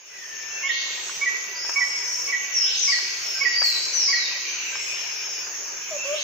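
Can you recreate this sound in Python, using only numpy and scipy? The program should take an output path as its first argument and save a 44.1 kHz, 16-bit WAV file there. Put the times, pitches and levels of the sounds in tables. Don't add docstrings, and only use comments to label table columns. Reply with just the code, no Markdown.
import sys
import numpy as np
from scipy import signal
from scipy.fft import rfft, irfft, next_fast_len
from scipy.io import wavfile
from scipy.ndimage import uniform_filter1d, map_coordinates

SR = 44100
rng = np.random.default_rng(int(sys.argv[2]) if len(sys.argv) > 2 else 0)


def bounce(signal):
    frames = np.transpose(np.atleast_2d(signal))
    limited = np.clip(frames, -1, 1)
    pcm = np.round(limited * 32767).astype(np.int16)
    wavfile.write(sys.argv[1], SR, pcm)


N = 274743


def two_note_bird():
    # start_s, pitch_hz, level_db, first_note_s
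    calls = [(0.63, 2181, -24.5, 0.055), (1.209, 2256, -24, 0.043), (1.755, 2257, -24, 0.045),
             (2.273, 2249, -25, .044), (2.875, 2244, -25.5, .04), (3.405, 2237, -22.5, 0.039),
             (4.08, 2230, -24, 0.04)]
    gap_s, drop_s, second_s = 0.0029, 0.0102, 0.041
    rise, second_ratio = 0.039, 0.862
    out = np.zeros((2, N))
    for start_s, pitch_hz, level_db, first_s in calls:
        drop_at = first_s + gap_s
        t = clock(drop_at + second_s)
        contour = np.interp(t, [0, first_s, drop_at, drop_at + drop_s],
                            [1 - rise / 2, 1 + rise / 2, 1, second_ratio])
        pitch = pitch_hz * contour * (1 + 0.0047 * wobble(93.4, len(t)))
        phase = np.pi * np.cumsum(pitch) / SR
        first = amp(level_db) * np.interp(t, [0, .008, first_s - .012, first_s], [0, 1, 1, 0])
        second_gate = np.interp(t, [drop_at, drop_at + 0.0062, t[-1] - .01, t[-1]], [0, 1, 1, 0])
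        second = amp(level_db + 1.5) * second_gate
        odd_harmonics = amp(-16) * np.sin(phase) + amp(-32.5) * np.sin(3 * phase)
        voice = np.sqrt(2) * ((first + second) * np.sin(2 * phase) + first * odd_harmonics)
        add(out, start_s, outdoors(voice, direct_db=-0.5, near_db=-3, far_db=-1.17, near_t60=0.16))
    return out * amp([[-2], [1.5]])


def falling_bird():
    # start_s, length_s, hang_s, top_hz, end_hz, ease (higher flattens sooner), level_db
    falls = [(2.516, 0.14, 0.04, 5800, 5205, 3.07, -21.5), (2.75, 0.21, 0.043, 6190, 4167, 1.22, -23.5),
             (3.519, .265, .09, 4737, 3905, 1.87, -22.5), (3.918, 0.36, .04, 5980, 3692, 1.45, -22)]
    attack_s, hold_s, fade_db_per_s = 0.032, 0.125, 68.5
    out = np.zeros((2, N))
    for start_s, length_s, hang_s, top_hz, end_hz, ease, level_db in falls:
        t = clock(length_s)
        height = np.interp(t, [hang_s, length_s], [1, 0]) ** ease
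        scoop = np.interp(t, [0, hang_s / 2], [0.975, 1])
        pitch = (end_hz + (top_hz - end_hz) * height) * scoop
        fade_db = fade_db_per_s * np.maximum(t - hold_s, 0)
        envelope = amp(level_db - fade_db) * np.minimum(t / attack_s, 1)
        voice = envelope * whistle(pitch, edge=0.055, waver=0.009, waver_hz=280)
        add(out, start_s, outdoors(voice, direct_db=-8.5, near_db=0.9, far_db=-1, near_t60=0.32))
    return out * amp([[.7], [-.7]])


def hooting_bird():
    # start_s, length_s, middle_hz, half_sweep_hz, level_db, swell_db
    hoots = [(5.906, .076, 594, -100, -34, -4), (6.038, .122, 576.4, 72.5, -29, 16)]
    plateau = 0.59
    out = np.zeros((2, N))
    for start_s, length_s, middle_hz, half_sweep_hz, level_db, swell_db in hoots:
        position = np.linspace(-1, 1, len(clock(length_s)))
        pitch = middle_hz + half_sweep_hz * ((1 - plateau) * position + plateau * position ** 3)
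        phase = 2 * np.pi * np.cumsum(pitch) / SR
        envelope = amp(level_db + swell_db * position / 2) * signal.windows.tukey(len(pitch), .32)
        voice = np.sqrt(2) * envelope * (np.sin(phase) + amp(-15.5) * np.sin(2 * phase))
        add(out, start_s, outdoors(voice, direct_db=-1, near_db=-7, far_db=-9))
    return out * amp([[-.3], [.3]])


def slurring_birds():
    # start_s, length_s, from_hz, to_hz, level_db
    slurs = [(0.077, 0.21, 2076, 1732, -41), (1.057, 0.13, 5800, 5070, -43),
             (1.546, 0.099, 4640, 5620, -34), (1.894, 0.11, 4830, 5330, -38), (2.03, 0.14, 6310, 5440, -33),
             (2.329, 0.13, 6640, 6200, -39.5), (3.191, .30, 5790, 4557, -34.5),
             (3.63, 0.06, 8020, 6770, -39), (3.72, .16, 7880, 7270, -45), (5.875, 0.1, 7050, 6580, -37.5)]
    rise_starts = [0.81, 2.64, 4.565]
    rises = [(start_s, .34, 7050, 8030, -48.5) for start_s in rise_starts]
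    out = np.zeros((2, N))
    for start_s, length_s, from_hz, to_hz, level_db in slurs + rises:
        pitch = np.geomspace(from_hz, to_hz, len(clock(length_s)))
        voice = amp(level_db) * whistle(pitch, edge=0.28, waver=0.013, waver_hz=350)
        add(out, start_s, outdoors(voice, direct_db=-2.5, near_db=-1, far_db=1.5, near_t60=1.0))
    return out


def swooping_bird():
    # start_s, held_db, swoop_db
    swoops = [(.49, -35, -34), (2.47, -34.5, -35.5), (5.96, -33, -38)]
    held_pitch = np.full(len(clock(.17)), 2670)
    swoop_pitch = np.interp(clock(.14), [0, .07, .14], [2560, 3450, 5000])
    out = np.zeros((2, N))
    for start_s, held_db, swoop_db in swoops:
        held = amp(held_db) * whistle(held_pitch, edge=0.6, waver=0.003, waver_hz=120)
        add(out, start_s, outdoors(held, direct_db=-5, near_db=-2.5, far_db=-3))
        swoop = amp(swoop_db) * whistle(swoop_pitch, edge=0.21, waver=.03, waver_hz=300)
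        add(out, start_s + .125, outdoors(swoop, direct_db=-6, near_db=-9.5, far_db=8.5, near_t60=0.34))
    return out


def far_whistlers():
    # start_s, level_db
    paced_calls = [(.03, -39.5), (1.61, -33.5), (3.22, -34.5), (4.728, -37.5)]
    thin_starts = [0.049, 1.652, 2.07, 3.128, 6.048]
    # start_s, length_s, pitch_hz, level_db
    held = [(0.282, 0.41, 1776, -41.5), (1.797, 0.43, 7600, -51.5), (4.47, 0.26, 5990, -39),
            (4.848, 0.65, 5060, -44.5), (5.077, 0.94, 5950, -44.5), (5.521, .72, 5575, -40.5)]
    paced = [(start_s, 0.717, 5422, level_db) for start_s, level_db in paced_calls]
    thin = [(start_s, 0.28, 8414, -58.5) for start_s in thin_starts]
    out = np.zeros((2, N))
    for start_s, length_s, pitch_hz, level_db in paced + thin + held:
        pitch = np.full(len(clock(length_s)), pitch_hz)
        voice = amp(level_db) * whistle(pitch, edge=0.086, waver=0.00753, waver_hz=260)
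        absorbed_db = 4.5 * (pitch_hz / 5000) ** 2
        add(out, start_s, outdoors(voice, direct_db=-5, near_db=1, far_db=-5.5 - absorbed_db))
    return out * amp([[1.8], [-1.8]])


def distant_pips():
    # start_s, pitch_hz, level_db
    pips = [(.96, 999, -49.5), (1.31, 992, -55), (1.53, 980, -49.5), (1.76, 973, -47.5), (1.96, 973, -47),
            (2.16, 980, -48.5), (2.645, 1554, -47.5), (3.335, 1564, -42), (4.71, 1590, -45)]
    out = np.zeros((2, N))
    for start_s, pitch_hz, level_db in pips:
        pitch = np.full(len(clock(.07)), pitch_hz)
        voice = amp(level_db) * whistle(pitch, edge=0.49, waver=0.0073, waver_hz=40)
        add(out, start_s, outdoors(voice, direct_db=0, near_db=-8.5, far_db=-0.5))
    return out


def faint_chirps():
    # start_s, level_db
    chirps = [(2.46, -51), (3.20, -53), (3.82, -51), (4.259, -46), (4.54, -65), (5.20, -47.5),
              (5.42, -49.5), (5.64, -50)]
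    pitch = np.geomspace(2400, 480, len(clock(.115)))
    out = np.zeros((2, N))
    for start_s, level_db in chirps:
        voice = amp(level_db) * whistle(pitch, edge=0.38, waver=.035, waver_hz=190)
        add(out, start_s, outdoors(voice, direct_db=-7, near_db=-6, far_db=-10.5))
    return out


def knocks():
    # start_s, level_db
    hits = [(1.094, -26.5), (1.648, -29.5), (1.693, -21.5), (2.987, -30), (3.619, -19), (4.754, -26),
            (5.468, -29.5)]
    # frequency_hz, gain_db
    colour = [(150, -32), (450, -3), (900, 0), (1600, 5.5), (3200, -8), (4500, -21.5), (7000, -61.5)]
    t60_s = 0.038
    out, t = np.zeros((2, N)), clock(.05)
    for start_s, level_db in hits:
        blow = amp(level_db + 5) * rng.standard_normal(len(t)) * amp(-60 * t / t60_s)
        add(out, start_s, outdoors(blow, direct_db=-1.5, near_db=-5.5, far_db=-15, near_t60=0.11))
    return filtered(out, lambda hz: amp(along(colour, hz)))


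def duck_splashes():
    # start_s, rise_s, t60_s, level_db
    splashes = [(2.08, 0.11, 0.8, -54.5), (3.15, 0.16, 0.8, -54.5), (3.637, .02, 0.8, -45.5)]
    # frequency_hz, gain_db
    spray = [(3000, -14), (7000, -26), (10000, -8), (13000, 9), (15500, 13)]
    out, t = np.zeros((2, N)), clock(0.94)
    for start_s, rise_s, t60_s, level_db in splashes:
        drops = unit(rng.standard_normal((2, len(t))) * amp(3 * wobble(460, len(t))))
        envelope = np.minimum(t / rise_s, 1) * amp(-60 * np.maximum(t - rise_s, 0) / t60_s)
        add(out, start_s, amp(level_db + 1) * drops * envelope)
    return filtered(out, lambda hz: amp(along(spray, hz)))


def far_chorus():
    # frequency_hz, density_db
    low_spectrum = [(900, -30.5), (1500, -27), (2000, -2.5), (2400, 9), (2900, 4.5), (3600, -4), (4600, -9),
                    (6000, -62)]
    # time_s, level_db
    low_swells = [(0.5, -47), (0.71, -48.5), (2.24, -48.5), (2.49, -45.5), (3.13, -46), (3.47, -43),
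                  (3.77, -46), (4.66, -41), (5.1, -42.5), (5.67, -51.5), (6.23, -43.5)]
    # frequency_hz, density_db
    high_spectrum = [(3000, -33), (4500, -8), (5200, -2.5), (6000, 3.5), (6300, 6.5), (6620, 7.5),
                     (6900, 0), (7250, -25), (8300, -72), (9200, -73.5)]
    swell_db = np.interp(np.arange(N) / SR, *np.transpose(low_swells))
    low = amp(swell_db + 8) * rush(low_spectrum, patchy_db=2.5)
    high = amp(-34 + 0.47 * wobble(3.06, N)) * rush(high_spectrum, patchy_db=2.5)
    return low + high


def moving_air():
    # frequency_hz, density_db
    air_spectrum = [(15, -36.5), (25, -19.5), (123, -20), (197, -16.5), (241, -22.5), (400, -7.5),
                    (488, -10), (768, -12), (990, -8.5), (1370, -9.5), (1560, -3.5), (1700, -4.5),
                    (1900, -5), (2470, -12), (4180, -120)]
    # frequency_hz, density_db
    hiss_spectrum = [(7000, -82), (10000, -18.5), (11000, 0), (13000, 4.5), (15500, 10)]
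    air = amp(-43 + .6 * wobble(14, N)) * rush(air_spectrum, patchy_db=2)
    hiss = amp(-48.5 + 0.92 * wobble(15, N)) * rush(hiss_spectrum, patchy_db=2)
    return air + hiss


def outdoors(dry, direct_db, near_db, far_db, near_t60=0.13):
    # frequency_hz, t60_s
    tree_decay = [(500, 0.9), (2000, 1.35), (3500, 2.06), (5000, 1.72), (9000, 0.38)]
    hz, t, noise = signal.stft(rng.standard_normal((2, 2, SR)), SR, nperseg=256)
    near_tail = noise[0] * amp(-60 * t / near_t60)
    build_up = 1 - np.exp(-t / 0.019)
    far_tail = noise[1] * amp(-60 * t / along(tree_decay, hz)[:, None]) * build_up
    impulses = signal.istft(np.array([near_tail, far_tail]), SR, nperseg=256)[1]
    echoes = signal.fftconvolve(dry[None, None], impulses, axes=2)
    near, far = echoes * np.linalg.norm(dry) / np.linalg.norm(echoes, axis=2, keepdims=True)
    out = amp(near_db) * near + amp(far_db) * far
    out[:, :len(dry)] += amp(direct_db) * dry
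    return out


def whistle(pitch, edge, waver, waver_hz):
    hz = pitch * (1 + waver * wobble(waver_hz, len(pitch)))
    return np.sqrt(2) * np.sin(2 * np.pi * np.cumsum(hz) / SR) * signal.windows.tukey(len(pitch), edge)


def rush(spectrum, patchy_db):
    # frequency_hz, left_right_correlation
    likeness = [(60, 0.38), (150, 0.2), (380, 0.71), (950, 0.19), (2380, 0.12), (5980, 0.2), (15000, 0.065)]
    noise = signal.stft(rng.standard_normal((2, N)), nperseg=512)[2]
    patches = uniform_filter1d(rng.standard_normal(noise.shape[1:]), size=3, axis=0)
    patches = uniform_filter1d(patches, size=12, axis=1)
    pair = signal.istft(noise * amp(patchy_db * unit(patches)), nperseg=512)[1][:, :N]

    def mid_side_gains(hz):
        width = np.arccos(along(likeness, hz)) / 2
        return amp(along(spectrum, hz)) * [np.cos(width), np.sin(width)]

    mid, side = filtered(pair, mid_side_gains)
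    return unit(np.array([mid + side, mid - side]))


def amp(db):
    return 10 ** (np.asarray(db) / 20)


def unit(x):
    return x / np.sqrt(np.mean(x ** 2) + 1e-20)


def along(points, hz):
    frequencies, values = np.transpose(points)
    return np.interp(np.log(hz + 1), np.log(frequencies + 1), values)


def clock(length_s):
    return np.arange(max(int(length_s * SR), 8)) / SR


def wobble(rate_hz, size):
    knots = rng.standard_normal(int(size * rate_hz / SR) + 4)
    return map_coordinates(knots, [np.arange(size) * rate_hz / SR])


def filtered(x, response):
    size = next_fast_len(N + 8192)
    return irfft(rfft(x, size) * response(np.fft.rfftfreq(size, 1 / SR)), size)[..., :N]


def add(out, start_s, sound):
    part = out[:, round(start_s * SR):][:, :sound.shape[1]]
    part += sound[:, :part.shape[1]]


def scene():
    near = two_note_bird() + falling_bird() + hooting_bird()
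    far = slurring_birds() + far_whistlers() + distant_pips() + swooping_bird() + faint_chirps()
    return near + far + knocks() + duck_splashes() + moving_air() + far_chorus()


def record(dry):
    fade_depth_db, fade_tau_s, top_hz = 14.5, 0.3, 15600
    fade = amp(-fade_depth_db * np.exp(-np.arange(N) / SR / fade_tau_s))
    return filtered(dry * fade, lambda hz: hz < top_hz)


dry = scene()
out = record(dry)
bounce(out)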